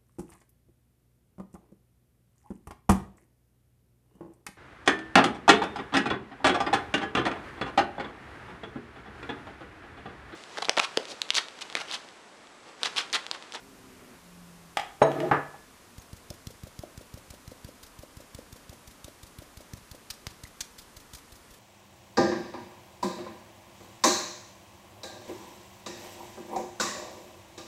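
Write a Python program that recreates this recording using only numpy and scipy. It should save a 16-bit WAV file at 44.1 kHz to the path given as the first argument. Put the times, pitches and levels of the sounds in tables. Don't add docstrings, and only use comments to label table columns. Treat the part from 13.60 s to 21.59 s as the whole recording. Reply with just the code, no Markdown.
import sys
import numpy as np
from scipy import signal
from scipy.fft import rfft, irfft
from scipy.io import wavfile

SR = 44100
rng = np.random.default_rng(int(sys.argv[2]) if len(sys.argv) > 2 else 0)


def persist_wave(psi):
    counts = np.round(np.clip(psi, -1, 1) * 32767).astype(np.int16)
    wavfile.write(sys.argv[1], SR, np.atleast_2d(counts).T)


N = 352359
TIME = np.arange(N) / SR
ONE_SECOND = TIME[:SR]
SHORT = TIME[:8192]


def from_db(db):
    return 10 ** (np.asarray(db) / 20)


def rms_one(x):
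    return x / np.sqrt(np.mean(x ** 2) + 1e-20)


def at_hz(points, hz):
    f, value = np.transpose(points)
    return np.interp(np.log(hz + 1e-9), np.log(f), value)


def noise(spectrum, size=N):
    hz = np.fft.rfftfreq(size, 1 / SR)
    white = rfft(rng.standard_normal(size))
    return rms_one(irfft(white * from_db(at_hz(spectrum, hz)), size))


def cut(x, hz, kind, order=2):
    return signal.sosfilt(signal.butter(order, hz, kind, fs=SR, output="sos"), x)


def resonate(x, hz, width_hz):
    return signal.lfilter(*signal.iirpeak(hz, hz / width_hz, fs=SR), x)


def ring(hz, t60):
    return np.sin(2 * np.pi * hz * ONE_SECOND) * from_db(-60 * ONE_SECOND / t60)


def swell(rise_s):
    return SHORT / rise_s * np.exp(1 - SHORT / rise_s)


def envelope(start_s, attack_s, hold_s, release_s):
    corners = start_s + np.cumsum([0, attack_s, hold_s, release_s])
    return np.interp(TIME, corners, [0, 1, 1, 0])


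def tone(shape, hz, glide_hz_per_s, waver, partials=((1, 0),)):
    pitch = hz + glide_hz_per_s * (TIME - shape[0])
    unsteady = rms_one(cut(rng.standard_normal(N), 21, "low"))
    phase = 2 * np.pi * np.cumsum(pitch * (1 + waver * unsteady)) / SR
    mix = np.zeros(N)
    for multiple, db in partials:
        mix += from_db(db) * np.sqrt(2) * np.sin(multiple * phase)
    return envelope(*shape) * mix


def add(out, s, sound):
    i = round(s * SR)
    out[i:i + len(sound)] += sound[:N - i]


# (frequency [Hz], time to fall by 60 dB [s])
KITCHEN_DECAY = [(125, 0.35), (2000, 0.41), (14000, 0.18)]


def kitchen(x, build_s=0.002):
    response = np.zeros(SR)
    edges = 2. ** np.arange(6, 15)
    for low, high in zip(edges, edges[1:]):
        band = cut(rng.standard_normal(SR), [low, high], "band", order=4)
        t60 = at_hz(KITCHEN_DECAY, np.sqrt(low * high))
        response += band * from_db(-60 * ONE_SECOND / t60)
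    response *= 1 - np.exp(-(ONE_SECOND / build_s) ** 2)
    return signal.fftconvolve(x, response / np.linalg.norm(response))[:N]


# (frequency [Hz], relative level [dB per Hz])
ROOM_COLOUR = [(15, -27), (25, -3.5), (69, -3), (128, -7), (264, -3), (326, -6), (529, -8), (856, -10),
               (978, -7.5), (1540, -12), (3930, -18), (6370, -18.5), (10900, -21), (13800, -26),
               (15000, -30.5)]


def room_floor(level_db=-54.5):
    return from_db(level_db) * noise(ROOM_COLOUR)


# (start [s], attack [s], hold [s], release [s])
GROWL_SHAPE, GROWL_HZ, GROWL_SAG_HZ_PER_S = (0.015, .005, 0.43, 0.19), 66.7, 9.25
HUM_SHAPE, HUM_HZ, HUM_SAG_HZ_PER_S = (.52, 0.25, .08, 0.45), 181, 22
RUSH_SHAPE = (-0.245, 0.77, 0.026, 0.049)
# (multiple of its pitch, relative level [dB])
GROWL_PARTIALS = [(2, -12), (3, -6), (4, -1.5), (6, -5.5)]
# (frequency [Hz], relative level [dB per Hz])
RUSH_COLOUR = [(80, -10), (230, 1), (700, -8), (2400, -13), (5000, -39)]


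def drone():
    growl = tone(GROWL_SHAPE, GROWL_HZ, -GROWL_SAG_HZ_PER_S, waver=.02, partials=GROWL_PARTIALS)
    hum = tone(HUM_SHAPE, HUM_HZ, -HUM_SAG_HZ_PER_S, waver=0.0063)
    rush = envelope(*RUSH_SHAPE) * noise(RUSH_COLOUR)
    return from_db(-58.5) * growl + from_db(-52.5) * hum + from_db(-55) * rush


# (start [s], attack [s], hold [s], release [s])
SLIDE_SHAPE = (1.387, 0.15, 0.157, 0.033)
GROAN_FADE_S = 0.016
# (frequency [Hz], relative level [dB per Hz])
SLIDE_COLOUR = [(50, -73), (140, -1.5), (190, -9), (380, -3), (660, -7.5), (1000, -17), (1800, -20),
                (4000, -34), (10000, -43), (15000, -44)]
# (start [s], hold [s], pitch [Hz], glide [Hz per s], level [dB])
GROANS = [(1.603, .064, 323, 751.5, -33.5), (1.622, 0.0051, 640, 2, -25.5)]


def slide(level_db=-32, ring_db=6, width_hz=22):
    rub = noise(SLIDE_COLOUR)
    sung = np.zeros(N)
    for hz, _, _ in MODES:
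        sung += resonate(rub, hz, width_hz)
    out = from_db(level_db) * envelope(*SLIDE_SHAPE) * rms_one(rub + from_db(ring_db) * sung)
    for s, hold_s, hz, glide, db in GROANS:
        shape = (s, GROAN_FADE_S, hold_s, GROAN_FADE_S)
        out += from_db(db) * tone(shape, hz, glide, waver=0.0288)
    return out


PING_S = 1.425
# (frequency [Hz], level before the beating [dB], time to fall by 60 dB [s])
PING_NOTES = [(3890, -37, 0.096), (5510, -47, .07), (6530, -38.5, 0.1), (8710, -42.5, 0.088),
              (10100, -72, .6)]


def ping(room_db=-8, beat_hz=24, beat_depth=.6):
    notes = np.zeros(SR)
    for hz, db, t60 in PING_NOTES:
        notes += from_db(db) * ring(hz, t60)
    beating = 1 + beat_depth * np.sin(2 * np.pi * beat_hz * ONE_SECOND)
    out = np.zeros(N)
    add(out, PING_S, beating * notes)
    return out + from_db(room_db) * kitchen(out)


def click(spectrum):
    log_gain = np.log(from_db(at_hz(spectrum, np.fft.rfftfreq(SR, 1 / SR))))
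    cepstrum = irfft(log_gain, SR)
    cepstrum[1:SR // 2] *= 2
    cepstrum[SR // 2 + 1:] = 0
    return np.exp(rfft(cepstrum))


def chatter(length_s, bounce=0.66, count=3):
    hz = np.fft.rfftfreq(SR, 1 / SR)
    uneven = rng.uniform(.85, 1.15, count)
    lags = np.round(length_s * SR * uneven / np.arange(1, count + 1))
    delay = np.exp(-2j * np.pi * hz * lags[:, None] / SR)
    return np.prod((delay - bounce) / (1 - bounce * delay), axis=0)


BOWL_HZ = 1714
# (frequency [Hz], relative level [dB], time to fall by 60 dB [s])
MODES = [(145, 8.8, 0.4), (283, 5, 0.32), (320, 0, 0.21), (441, 5.2, 0.34), (670, 8.2, 0.054),
         (645, 0, 0.41), (800, -1.7, 0.35), (762, -5, 0.38), (820, 14.5, 0.12), (940, 5.5, 0.18),
         (1265, 2.3, 0.42), (1200, 4, 0.28), (BOWL_HZ, 6.8, 0.52), (4100, 3, 0.47)]


def table_and_bowl(colour):
    modes = np.zeros(SR)
    for k, (hz, db, t60) in enumerate(MODES):
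        sign = (-1) ** k
        modes += sign * from_db(db + at_hz(colour, hz)) * ring(hz, t60)
    return modes


# (frequency [Hz], relative level [dB], time to fall by 60 dB [s])
CLACK_MODES = [(1876, -9, .045), (2940, -14, .06), (3290, -10, 0.036), (4940, -22, 0.061),
               (6020, -31, 0.077), (7800, -23, 0.049)]
COLOURS = { "clack": [(250, -24), (580, -14), (800, 4), (1040, -18), (1200, -6.5), (1470, -13),
           (1870, -6.5), (2450, -14), (2880, -13), (3330, -15.5), (4500, -26.5), (5300, -25), (8200, -29),
           (15000, -45)], "knock": [(50, -37), (110, -18), (380, -7.5), (620, 1), (780, -8.5), (900, -4),
           (1250, -18.5), (1700, -19.5), (3000, -31.5), (4700, -45), (8700, -55), (15000, -72)],
           "bump": [(50, -26), (110, -13), (500, -7.5), (800, -4.5), (1750, -11), (2500, -22),
           (3500, -34.5), (12000, -59)], "snap": [(200, -4), (1900, 0.5), (2600, -2), (5000, 1),
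           (15000, -27)]}
CONTACTS = {"clack": (.0009, -30, -6.5), "knock": (.003, -8, -9), "bump": (.0022, -4, -1.2),
            "snap": (0.00046, -48, -14)}
# (time [s], kind, relative level [dB])
KNOCKS = [(1.1708, "clack", -19), (1.196, "clack", -28), (1.4171, "knock", -6.5), (1.516, "clack", -36.5),
          (1.602, "clack", -32), (1.712, "bump", -15.5), (1.94, "bump", -46), (6.6678, "snap", -33.5)]


def knocks(blow_db=23, modes_db=-6):
    out = np.zeros(N)
    for s, kind, db in KNOCKS:
        length_s, ring_db, room_db = CONTACTS[kind]
        blow = irfft(click(COLOURS[kind]) * chatter(length_s), SR)
        blow = from_db(db + blow_db) * blow / np.linalg.norm(blow)
        if kind == "clack":
            for hz, mode_db, t60 in CLACK_MODES:
                blow += from_db(db + mode_db) * ring(hz, t60)
        ringing = from_db(db + ring_db + modes_db) * table_and_bowl(COLOURS[kind])
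        add(out, s, blow + ringing)
        add(out, s, from_db(room_db) * kitchen(blow))
    return out


FALL_S = 0.034
LEVEL_FROM_S, LEVEL_UNTIL_S, TOSSING_THUMP_DB = 2.8, 6.4, -50.7
# (time [s], relative level [dB])
LANDINGS = [(2.709, -37.5), (3.2352, -32.5), (3.917, -39), (4.088, -41), (4.433, -39.5), (4.788, -37),
            (5.48, -41)]


def light_landings(level_db=-45, scatter_db=1.5):
    landings = []
    for s, _, thump_db in PATS:
        is_level = LEVEL_FROM_S < s < LEVEL_UNTIL_S
        lands_heavily = any(0 < heavy_s - s < 2 * FALL_S for heavy_s, _ in LANDINGS)
        if is_level and thump_db > TOSSING_THUMP_DB and not lands_heavily:
            landings.append((s + FALL_S, level_db + scatter_db * rng.standard_normal()))
    return landings


# (frequency before detuning [Hz], relative level [dB], rise time [s])
PLOP = [(308, -1.5, 0.0018), (547, 1, .0018)]


def drops(plop_db=1, detune=0.078):
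    out = np.zeros(N)
    for s, db in list(LANDINGS) + light_landings():
        load = np.exp(detune * rng.standard_normal())
        plop = np.zeros(len(SHORT))
        for hz, mode_db, rise_s in PLOP:
            plop += from_db(mode_db) * swell(rise_s) * np.sin(2 * np.pi * hz * load * SHORT)
        add(out, s, from_db(db + plop_db) * cut(plop, 1700, "low"))
    return out


def grains(spectrum, grain_db=0.5):
    sizes = np.repeat(rng.standard_normal(len(SHORT) // 16), 16)
    return rms_one(noise(spectrum, size=len(SHORT)) * from_db(grain_db * sizes))


def rustle(spectrum, shape):
    burst = grains(spectrum) * shape
    return burst * np.linalg.norm(shape) / np.linalg.norm(burst)


def push(db, low_hz=54, high_hz=125, firm_db=-34, octave_db=15):
    pitch = 2 ** ((db - firm_db) / octave_db)
    thump = cut(-swell(0.00043), low_hz * pitch, "high")
    thump = cut(thump, high_hz * pitch, "low")
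    return from_db(db) * thump / np.abs(thump).max()


FIRM_THUMP_DB, FIRM_RISE_S, SOFTER_DB = -43, 0.0016, 8
USUAL_MESH_DB, SIZZLE_DB, SIZZLE_FOLLOWS = -36.5, -48.5, 0.61
# (frequency [Hz], relative level [dB per Hz])
MESH_COLOUR = [(400, -23), (1900, -3), (2700, -6.5), (3600, 0.5), (4300, 0), (5900, -0.5), (7300, -4),
               (10000, -10), (15000, -25)]
SIZZLE_COLOUR = [(3000, -8.5), (9500, -1.5), (16000, -3)]
# (time [s], frequency [Hz], level [dB])
TICKS = [(2.398, 6500, -46), (6.852, 2000, -41)]
# (time [s], relative mesh level [dB], relative thump level [dB])
PATS = [(2.3796, -39.5, -48), (2.5292, -37.5, -45), (2.7022, -28.5, -45), (2.8694, -28, -41.5),
        (3.034, -37.5, -43), (3.1897, -31.5, -43), (3.375, -35.5, -46), (3.5389, -37.5, -44.5),
        (3.7029, -34.5, -50), (3.8757, -37, -46), (4.0448, -35, -45), (4.2277, -37.5, -58),
        (4.3876, -40.5, -49.5), (4.568, -39, -48.5), (4.7458, -33, -48), (4.9246, -37.5, -49.5),
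        (5.0928, -37.5, -48), (5.2729, -39.5, -54), (5.4422, -32.5, -50.5), (5.6295, -37.5, -52),
        (5.7847, -36, -47), (5.9698, -37.5, -49.5), (6.134, -31, -42), (6.3119, -33.5, -49.5),
        (6.5007, -23.5, -54.5), (6.6678, -26.5, -42.5), (6.8349, -31.5, -48), (7.0049, -21, -55),
        (7.1809, -35.5, -61), (7.3645, -36.5, -55), (7.5325, -34, -52), (7.5464, -34, -56),
        (7.719, -42, -56), (7.903, -48, -60)]


def pats(mesh_db=-11.0, push_db=11, zing_db=18, zing_hz=5900, zing_width_hz=1300, fall_db=-56, crispness=2.66):
    out = np.zeros(N)
    for s, db, thump_db in PATS:
        rise_s = FIRM_RISE_S * 2 ** ((FIRM_THUMP_DB - thump_db) / SOFTER_DB)
        shake = swell(rise_s) ** (crispness / 2)
        rasp = from_db(db + mesh_db) * rustle(MESH_COLOUR, shake)
        rasp = rasp + from_db(db + zing_db) * resonate(rasp, zing_hz, zing_width_hz)
        sizzle_db = SIZZLE_DB + SIZZLE_FOLLOWS * (db - USUAL_MESH_DB)
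        sizzle = from_db(sizzle_db) * rustle(SIZZLE_COLOUR, shake)
        patter = (grains(MESH_COLOUR) + grains(SIZZLE_COLOUR)) * swell(0.0053)
        add(out, s, rasp + sizzle)
        add(out, s + rise_s * 0.88, push(thump_db + push_db))
        add(out, s + FALL_S, from_db(fall_db) * patter)
    for s, hz, db in TICKS:
        add(out, s, from_db(db) * swell(0.0014) * np.sin(2 * np.pi * hz * SHORT))
    return out


def scene():
    background = room_floor() + drone()
    setting_down = slide() + ping() + knocks()
    sifting = drops() + pats()
    echo = from_db(-14.0) * kitchen(sifting)
    return (background + setting_down + sifting + echo)[None]


def record(dry):
    rounded = np.tanh(dry)
    return signal.sosfilt(signal.ellip(12, .1, 80, 15200, fs=SR, output="sos"), rounded)


dry = scene()
out = record(dry)
persist_wave(out)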